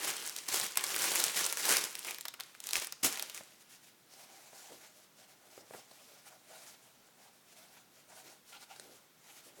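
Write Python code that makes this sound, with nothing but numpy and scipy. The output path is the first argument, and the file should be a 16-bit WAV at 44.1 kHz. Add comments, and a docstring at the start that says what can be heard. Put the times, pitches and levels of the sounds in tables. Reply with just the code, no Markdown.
"""A small room, close to the microphone: a neoprene knee sleeve is drawn out of a thin plastic bag.
The film slides, crinkles and judders, its creases snap through, and the folding bag puffs air at the
microphone. The bag is tossed aside, lands and settles. Then hands turn the sleeve over: its cloth face
hisses against skin, the hollow tube colours the rubbing, and fingers pat and bend the soft foam, drag
along the hem and flick the seam. Near walls answer briefly, over a faint steady hiss."""
import sys
import numpy as np
from scipy import signal
from scipy.fft import rfft, irfft
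from scipy.io import wavfile

SR = 44100
rng = np.random.default_rng(int(sys.argv[2]) if len(sys.argv) > 2 else 0)


def materialize(psi):
    """Save the field psi as 16-bit PCM at rate SR to the path in sys.argv[1].

    A 1-D psi becomes a single channel; in a 2-D psi each row is a channel.
    """
    bounded = np.clip(np.atleast_2d(psi).T, -1, 1)
    quanta = np.round(bounded * 32767).astype(np.int16)
    wavfile.write(sys.argv[1], SR, quanta)


N = 423360
TIME = np.arange(N) / SR

# Levels in the tables are relative; the functions set the balance.
# Tugs and shifts of the bag: peak_s, crinkle_db, rise_s, fall_s, slide_db
BAG_TUGS = [(0.082, -38.5, .11, 0.11, -42), (.28, -45, 0.096, 0.068, -50.5),
            (.385, -46.5, 0.017, 0.1, -54.5), (.49, -39, 0.012, .03, -45),
            (0.557, -34.5, 0.041, 0.085, -41), (.64, -41, 0.016, 0.05, -48),
            (0.789, -47, 0.025, .05, -44.5), (.9, -39.5, 0.076, 0.3, -45), (1.051, -35, 0.075, 0.13, -40),
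            (1.189, -36, 0.047, 0.23, -41), (1.402, -33, 0.048, 0.077, -40.5),
            (1.59, -40.5, .02, 0.058, -48), (1.717, -32, 0.085, 0.089, -38), (1.85, -46, 0.06, 0.023, -47),
            (1.99, -50, 0.035, 0.13, -57), (2.089, -43, 0.036, 0.046, -46.5), (2.44, -60, 0.049, 0.16, -63),
            (2.67, -50, 0.04, 0.1, -55), (2.765, -36, 0.033, 0.041, -43.5),
            (2.825, -39.5, 0.015, 0.021, -46.5), (3.09, -43, 0.03, 0.16, -47.5),
            (3.366, -46.5, .02, 0.033, -56)]
# Large creases snapping through: start_s, level_db, body_offset_db, panel_pitch_hz
CREASE_SNAPS = [(0.275, -22.5, -24, 8000), (0.295, -21.5, -24, 5890), (0.363, -19.5, -27, 3930),
                (0.486, -18, -19, 6200), (0.537, -20, -29, 7950), (0.598, -15, -17, 7530),
                (0.756, -23, -23, 2350), (0.772, -6, -20.5, 8970), (0.808, -22, -28, 2180),
                (0.839, -12, -19.5, 7550), (0.962, -13.5, -27, 1510), (1.019, -15, -32, 7400),
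                (1.156, -11.5, -20, 6640), (1.201, -13, -32, 5240), (1.239, -6.5, -35, 7660),
                (1.463, -12.5, -18, 8240), (1.525, -15, -16, 10200), (1.571, -18.5, -14, 7200),
                (1.768, -7.5, -24, 5800), (1.839, -16, -29, 4680), (1.952, -20, -21.5, 4550),
                (2.047, -23.5, -19, 2620), (2.108, -20.5, -23, 2400), (2.145, -25.5, -21, 4290),
                (2.184, -25, -23.5, 1800), (2.209, -22.5, -27, 7960), (2.253, -20.5, -17, 1780),
                (2.282, -19.5, -22.5, 4100), (2.339, -28.5, -15, 2240), (2.399, -24, -20.5, 3100),
                (2.406, -22, -16.5, 4430), (2.549, -38.5, -8, 2500), (2.602, -26, -22, 9300),
                (2.639, -26, -29, 6440), (2.669, -20, -28, 7320), (2.689, -20.5, -23, 4000),
                (2.708, -20, -25, 3930), (2.732, -11, -25, 3920), (2.766, -18, -17, 4440),
                (2.845, -21, -24, 5510), (2.87, -24, -17, 9400), (2.923, -20.5, -19.5, 6000),
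                (3.125, -21.5, -36, 5720), (3.173, -25.5, -16, 1020), (3.195, -17.5, -20.5, 3260),
                (3.224, -16.5, -21, 8660), (3.297, -25.5, -19, 3760), (3.346, -25, -25.5, 7400)]
# Stretched film juddering, fingertips dragging on the hem: peak_s, level_db, rise_s, fall_s, pitch_hz
FILM_JUDDERS = [(.08, -38.5, .025, 0.033, 870), (.57, -51, .02, 0.027, 2330),
                (1.06, -46, 0.021, 0.045, 1900), (1.69, -39, 0.033, .02, 960),
                (1.725, -34.5, 0.016, 0.047, 1530), (1.76, -39.5, .015, 0.016, 2400),
                (2.086, -38, 0.0067, 0.0081, 2410), (2.395, -48, 0.0043, 0.0092, 1330)]
HEM_DRAGS = [(4.85, -58, 0.023, 0.026, 2000), (6.69, -56, .03, 0.017, 5400),
             (6.748, -59, 0.015, 0.0042, 3900), (7.775, -58, 0.012, .015, 2400),
             (8.528, -49.5, 0.0042, 0.016, 2600), (8.553, -53.5, 0.009, 0.011, 2700),
             (8.57, -51.5, 0.0061, .01, 4200), (8.612, -59, 0.0093, 0.013, 5200),
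             (8.632, -53, 0.014, 0.0049, 3900), (8.712, -52.5, 0.015, 0.037, 2600),
             (9.305, -57.5, 0.032, 0.021, 2500), (9.385, -60.5, 0.023, 0.024, 3800)]
# Short contacts and puffs of air: peak_s, level_db, rise_s, fall_s
BAG_LANDING = [(3.035, -26, 0.004, 0.0073), (3.048, -22.5, .004, 0.011), (3.065, -31.5, .0057, 0.017)]
SOFT_KNOCKS = [(3.409, -40, 0.001, 0.0028), (4.531, -49.5, .002, 0.0028), (4.721, -50, 0.0021, 0.0071),
               (5.579, -48, 0.0031, 0.0021), (5.634, -58, 0.0018, 0.0058), (5.709, -44, 0.0012, 0.0023),
               (5.737, -41, .001, .004), (5.748, -44, 0.0028, 0.0058), (5.915, -52, 0.003, 0.0027),
               (7.088, -61, .002, 0.0044), (8.763, -59, 0.0022, 0.0051), (9.505, -64, .003, 0.0089)]
FOAM_BENDS = [(4.33, -69, .03, .05), (4.725, -55.5, 0.03, 0.033), (5.47, -68, .02, 0.033),
              (5.59, -61, 0.016, 0.044), (5.75, -62, 0.028, .025), (8.28, -61.5, 0.039, 0.026),
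              (8.86, -63, 0.055, 0.056), (8.93, -64, 0.037, 0.018), (9.47, -64.5, .015, 0.074),
              (9.59, -58.5, 0.018, .03)]
NAIL_FLICKS = [(4.138, -51.5, 0.0012, 0.0027), (5.912, -57.5, .001, 0.0077), (6.257, -77, 0.0022, 0.0074),
               (8.762, -52, .001, .003), (8.7978, -38.5, 0.00045, 0.0017)]
AIR_PUFFS = [(.52, -64, 0.011, 0.029), (.62, -60, 0.024, 0.026), (.96, -64, .01, .02),
             (1.03, -64, 0.012, 0.017), (1.16, -60, .01, .015), (1.26, -69, .01, .015),
             (1.46, -66, .01, .02), (2.78, -58, 0.029, 0.009)]
# A hand stroking the sleeve: middle_s, length_s, hiss_db, hollow_db
HAND_STROKES = [(3.615, 0.022, -57.5, -80), (3.732, 0.06, -56, -78), (3.86, .06, -59.5, -78),
                (4.143, 0.055, -56.5, -77), (4.22, 0.064, -54.5, -63.5), (4.313, 0.064, -59, -66),
                (4.435, 0.16, -59, -65.5), (4.578, .07, -54.5, -60), (4.686, 0.15, -56, -60),
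                (4.845, 0.075, -60.5, -69), (4.995, 0.1, -63.5, -70), (5.219, 0.082, -61, -64),
                (5.31, .05, -61, -66), (5.45, .07, -67, -68), (5.568, 0.091, -58.5, -64),
                (5.684, 0.051, -62.5, -72), (5.766, 0.074, -54.5, -58.5), (5.96, 0.12, -61, -69),
                (6.138, .11, -61.5, -65.5), (6.275, 0.03, -53, -61.5), (6.332, 0.052, -61, -62),
                (6.528, 0.072, -61, -56.5), (6.593, 0.14, -56.5, -62.5), (6.697, 0.088, -56, -81),
                (7.056, 0.066, -82, -71), (7.248, 0.1, -61, -63), (7.36, .06, -69, -75),
                (7.518, 0.046, -65.5, -72), (7.611, 0.087, -58, -65.5), (7.765, 0.096, -63, -68),
                (8.115, 0.042, -60.5, -58), (8.185, 0.059, -54.5, -59), (8.292, 0.082, -55.5, -64),
                (8.52, 0.076, -58, -71.5), (8.625, 0.035, -56, -78), (8.718, 0.051, -61, -63),
                (8.886, 0.18, -61, -67), (9.293, 0.11, -61, -68), (9.385, 0.049, -56.5, -76),
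                (9.472, 0.056, -57, -68), (9.59, 0.055, -61, -63)]
# Resonances of the air in the sleeve and of the microphone housing: pitch_hz, width_hz, gain_db
TUBE_MODES = [(639, 125, -6.5), (737, 130, -5), (1453, 120, -10.5)]
HOUSING_MODES = [(393, 123, 2), (945, 150, 1), (1447, 51, 0.5), (2180, 93, 0.5), (5720, 620, 1),
                 (7960, 400, -0.5)]
# The spectrum of each sound: frequency_hz, density_db
CRINKLE_SPECTRUM = [(100, -62), (1200, -7.5), (2500, -4.5), (4000, -0.5), (7500, -0.5), (10000, -2.5),
                    (13000, -7), (17000, -10.5)]
SLIDE_SPECTRUM = [(25, -14), (90, -21.5), (170, -4.5), (245, -5.5), (340, 2), (600, 1.5), (1000, 3),
                  (2000, 4.5), (3200, 4), (6000, -9.5), (16000, -44)]
LANDING_SPECTRUM = [(25, -24), (100, -13), (200, -8), (300, -0.5), (520, -5), (850, -7), (1400, -9.5),
                    (2500, -5.5), (4200, -7), (7100, -2.5), (11000, -5), (17000, -12)]
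CLOTH_SPECTRUM = [(100, -22), (400, -7), (1200, -7), (2200, -1.5), (3500, -3), (7000, -1), (10000, -4),
                  (13000, -7.5), (17000, -11.5)]
KNOCK_SPECTRUM = [(30, -57), (120, -10), (300, -9), (550, -1), (750, -3), (1100, -10.5), (2000, -15),
                  (5000, -45), (16000, -84)]
BEND_SPECTRUM = [(30, -22), (150, -5), (260, 5), (400, 6), (560, 5.5), (800, -35), (1500, -33),
                 (16000, -42)]
HEM_SPECTRUM = [(100, -18), (350, -12), (620, -3), (860, 6), (1080, -7), (1420, 6.5), (1800, -16),
                (3000, -1.5), (6000, -10), (16000, -26)]
NAIL_SPECTRUM = [(100, -20), (700, -1), (1150, -15), (1700, 1), (2400, -16), (3500, -6), (4350, 2),
                 (5500, -6), (9000, -5), (12000, -20), (17000, -19)]
PUFF_SPECTRUM = [(15, -9), (35, 10), (80, 5), (160, 15), (300, -21), (1000, -45), (16000, -72)]
HISS_SPECTRUM = [(25, 10.5), (55, -19), (80, -14), (120, -2), (250, -2), (400, -6), (900, -9), (1400, -7.5),
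                 (2600, -12), (3700, -10.5), (4800, -14), (10000, -16), (17000, -15)]


def bag():
    """Film slides over the sleeve; the harder it is worked, the more small creases buckle, in clusters."""
    crinkling, sliding = tugging()
    effort = crinkling / crinkling.max()
    buckles_per_s = (250 + 1300 * effort) * from_db(4 * drift(120))
    buckles = buckling(grains(buckles_per_s, spread_db=3))
    grip = from_db(0.98 * drift(90))  # the film catches and lets go
    crinkle = colour(from_db(-4) * buckles + from_db(-2.5) * rng.standard_normal(N), CRINKLE_SPECTRUM)
    slide = colour(from_db(-4.5) * buckles + from_db(-0.5) * rng.standard_normal(N), SLIDE_SPECTRUM)
    return grip * (crinkling * crinkle + sliding * slide) + ticks(effort)


def tugging():
    """Gains of crinkling and sliding: each tug swells and relaxes, and overlapping tugs add in power."""
    t = TIME[::40]
    power = sum(np.outer(from_db([crinkle_db, slide_db]), swell(t - peak_s, rise_s, fall_s)) ** 2
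                for peak_s, crinkle_db, rise_s, fall_s, slide_db in BAG_TUGS)
    return [np.interp(TIME, t, gain) for gain in np.sqrt(power)]


def buckling(clicks, flutter_s=0.00063, flutter_db=-1):
    """Each buckle is a sharp crack followed by a brief flutter of the sheet."""
    decay = np.exp(-2 / (flutter_s * SR))
    flutter = np.sqrt(signal.lfilter([0, 1 - decay], [1, -decay], clicks ** 2 + 1e-18))
    return rms_one(clicks + from_db(flutter_db) * flutter * rng.standard_normal(N))


def ticks(effort, pitch_count=10):
    """Lone small creases tick, louder as the bag is tugged, each ringing briefly."""
    clicks = grains(per_s=70, spread_db=4) * effort ** 0.9
    pitch_index = rng.integers(0, pitch_count, N)
    rings = sum(resonance(clicks * (pitch_index == k) + 1e-18, hz, width_hz=0.34 * hz, block=N)
                for k, hz in enumerate(np.geomspace(2000, 13000, pitch_count)))
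    return from_db(-39.5) * rings


def snaps(yield_s=0.0012, crack_s=0.00038, flutter_s=0.0051, sag_s=0.0058, crack_delay_s=0.001201):
    """Large creases yield and crack; the sheet flutters and the freed panel sags, pitched by its size."""
    size, lead = 1400, 220  # samples: the whole snap, and the part before the crack
    t = TIME[:size] - lead / SR
    onset = np.where(t < 0, from_db(-10) * np.exp(-abs(t) / yield_s), np.exp(-abs(t) / crack_s))
    flutter = (t >= 0) * from_db(-14) * np.exp(-t / flutter_s)
    sag = (t >= 0) * from_db(-9) * np.exp(-t / sag_s)
    click = from_db(8) * (t == 0)
    out = np.zeros(N)
    for start_s, level_db, body_offset_db, panel_hz in CREASE_SNAPS:
        noise = rng.standard_normal(size)
        pop = noise * (onset + flutter) + click
        body = unit_energy(band(noise * (onset + sag), [550, 2400], "band"))
        crease = unit_energy(band(pop, [2400, 7200], "band"))
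        edge = unit_energy(band(pop, [7200, 16000], "band"))
        crack = from_db(20.5 + body_offset_db) * body - from_db(2) * crease + from_db(6) * edge
        ringing = crack + peak_lift(crack, panel_hz, q=3, gain_db=7)
        at = int((start_s + crack_delay_s) * SR) - lead
        out[at:at + size] += from_db(level_db) * np.linalg.norm(crack) * unit_energy(ringing)
    return out


def judder():
    """A stretched panel of film judders over the foam."""
    return from_db(-3) * band(rasp(FILM_JUDDERS, width_hz=500), [500, 3500], "band")


def landing():
    """The tossed bag comes down in a quick run of light impacts."""
    return from_db(-0.5) * colour(noise_swells(BAG_LANDING), LANDING_SPECTRUM)


def sleeve():
    """Knit cloth brushes over skin, and the friction sets the air in the soft tube ringing."""
    fibres = grains(per_s=9000, spread_db=-1) * from_db(1.03 * drift(70))
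    brushing, rubbing = stroking()
    hiss = brushing * colour(fibres, CLOTH_SPECTRUM)
    friction = rubbing * from_db(1.6 * drift(70))
    squeeze = 1 + 0.046 * drift(8)  # squeezing the tube moves its pitches
    hollow = np.zeros(N)
    for pitch_hz, width_hz, gain_db in TUBE_MODES:
        slips = friction * grains(per_s=5000, spread_db=1.5)
        hollow += from_db(gain_db) * resonance(slips, pitch_hz * squeeze, width_hz)
    return hiss + from_db(1) * band(hollow, [400, 1900], "band")


def stroking(held_from_s=3, waver_db=4, abruptness=2.57):
    """Gains of cloth hiss and hollow rub: strokes speed up and slow down while the held sleeve creeps."""
    t = TIME[::40]
    creep = (t > held_from_s) * from_db(waver_db * np.interp(t, TIME, drift(8.9)))
    power = np.outer(from_db([-71, -78.5]), creep) ** 2  # hiss, hollow
    for middle_s, length_s, hiss_db, hollow_db in HAND_STROKES:
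        speed = 1 / np.hypot(1, np.abs(2 * (t - middle_s) / length_s) ** abruptness)
        power += np.outer(from_db([hiss_db, hollow_db]), speed) ** 2
    return [np.interp(TIME, t, gain) for gain in np.sqrt(power)]


def shifting_folds(x, depth_db, per_s):
    """Folds open and close, so different pitches stand out from moment to moment."""
    return x + sum(peak_lift(x, hz, q=5, gain_db=depth_db * drift(per_s))
                   for hz in np.geomspace(600, 12000, 12))


def knocks():
    """Soft knocks: the bag settling at 3.41 s, then fingers patting the foam."""
    return from_db(-1.4) * colour(noise_swells(SOFT_KNOCKS), KNOCK_SPECTRUM)


def foam():
    """The soft foam groans as it is bent."""
    return from_db(-1.5) * colour(noise_swells(FOAM_BENDS), BEND_SPECTRUM)


def hem():
    """Fingertips rasp over the stitches, higher as they move faster, and the open cuff rings along."""
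    cuff = colour(noise_swells(HEM_DRAGS), HEM_SPECTRUM)
    stitches = band(rasp(HEM_DRAGS, width_hz=850), 6500, "low")
    return from_db(-5.5) * (cuff + stitches)


def nails():
    """Fingernails flick the seam with small, bright clicks."""
    return colour(noise_swells(NAIL_FLICKS), NAIL_SPECTRUM)


def puffs():
    """The folding bag pushes low puffs of air straight at the microphone."""
    return colour(noise_swells(AIR_PUFFS), PUFF_SPECTRUM)


def room(direct, wet_db=-10.5, wall_cut_hz=8400, t60_s=0.47):
    """Dense reflections from near walls reach the microphone duller than the direct sound."""
    t = TIME[:20000]
    tail = rng.standard_normal(len(t)) * from_db(-60 * t / t60_s) * (t > 0.003)
    reflections = signal.oaconvolve(band(direct, wall_cut_hz, "low"), unit_energy(tail))[:N]
    return direct + from_db(wet_db) * reflections


def background_hiss():
    """A faint steady hiss, fullest in the bass, lies behind everything."""
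    return from_db(-64.5) * band(colour(rng.standard_normal(N), HISS_SPECTRUM), 84, "high")


def swell(t, rise_s, fall_s):
    """A contact builds up to its peak at t = 0 and dies away."""
    return np.exp(np.where(t < 0, -(t / rise_s) ** 2, -t / fall_s))


def noise_swells(events):
    """Noise that swells and dies away once for each event."""
    envelope = np.zeros(N)
    for peak_s, level_db, rise_s, fall_s, *_ in events:
        near = slice(int((peak_s - 0.12) * SR), int((peak_s + 0.3) * SR))
        envelope[near] += from_db(level_db) * swell(TIME[near] - peak_s, rise_s, fall_s)
    return envelope * rng.standard_normal(N)


def rasp(rubs, width_hz):
    """Short rubs ring through a resonance that glides from the pitch of one to the next."""
    peak_s, *_, pitch_hz = np.transpose(rubs)
    return resonance(noise_swells(rubs), np.interp(TIME, peak_s, pitch_hz), width_hz)


def grains(per_s, spread_db):
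    """Tiny slips at random moments, uneven in size; rms 1."""
    sizes = from_db(spread_db * np.minimum(rng.exponential(1, N), 4))
    return rms_one(sizes * rng.choice([-1, 1], N) * (rng.random(N) < per_s / SR))


def drift(per_s):
    """A random wander with about per_s turns a second; rms 1."""
    knots = rng.standard_normal(N // 40)
    return rms_one(np.interp(TIME * per_s, np.arange(len(knots)), knots))


def resonance(x, centre_hz, width_hz, block=512):
    """A resonance whose centre may move; white noise keeps its power."""
    radius = np.exp(-np.pi * width_hz / SR)
    angle = np.broadcast_to(2 * np.pi * centre_hz / SR, N)
    out, state = np.zeros(N), np.zeros(2)
    for i in range(0, N, block):
        feedback = [1, -2 * radius * np.cos(angle[i]), radius ** 2]
        out[i:i + block], state = signal.lfilter([1, 0, -1], feedback, x[i:i + block], zi=state)
    return out * np.sqrt((1 - radius ** 2) / 2)


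def colour(x, spectrum, size=4096):
    """Minimum-phase filter with the given spectrum; white noise keeps its power."""
    hz, db = np.transpose(spectrum)
    bins_hz = np.arange(size // 2 + 1) * SR / size
    gain = rms_one(from_db(np.interp(np.log(bins_hz + 1), np.log(hz), db)))
    cepstrum = irfft(np.log(gain))[:size // 2]
    cepstrum[1:] *= 2
    impulse = irfft(np.exp(rfft(cepstrum, size)))
    return signal.oaconvolve(x, impulse)[:N]


def peak_lift(x, hz, q, gain_db):
    """The band that, added to x, changes its level at hz by gain_db."""
    return (from_db(gain_db) - 1) * signal.lfilter(*signal.iirpeak(hz, q, fs=SR), x)


def band(x, edges_hz, kind):
    """Second-order Butterworth filter."""
    return signal.sosfilt(signal.butter(2, edges_hz, kind, fs=SR, output="sos"), x + 1e-18)


def from_db(db):
    """Decibels to gain."""
    return 10 ** (np.asarray(db) / 20)


def rms_one(x):
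    """Scale to rms 1."""
    return x / np.sqrt(np.mean(x ** 2) + 1e-20)


def unit_energy(x):
    """Scale to energy 1."""
    return x / np.linalg.norm(x)


def scene():
    """Bag, sleeve and hands close to one microphone in the small room."""
    plastic = judder() + from_db(-0.28) * shifting_folds(bag(), depth_db=1.16, per_s=60)
    plastic += from_db(-2.5) * snaps() + landing()
    rubbing = from_db(-1.46) * shifting_folds(sleeve(), depth_db=1.8, per_s=25)
    handling = rubbing + knocks() + foam() + hem() + nails()
    return (puffs() + background_hiss() + room(plastic + handling))[None]


def record(dry, cutoff_hz=17200):
    """The microphone housing adds its resonances; the top is cut steeply."""
    for pitch_hz, width_hz, gain_db in HOUSING_MODES:
        dry = dry + peak_lift(dry, pitch_hz, pitch_hz / width_hz, gain_db)
    return signal.sosfilt(signal.ellip(10, 0.1, 70, cutoff_hz, fs=SR, output="sos"), dry)


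dry = scene()
out = record(dry)
materialize(out)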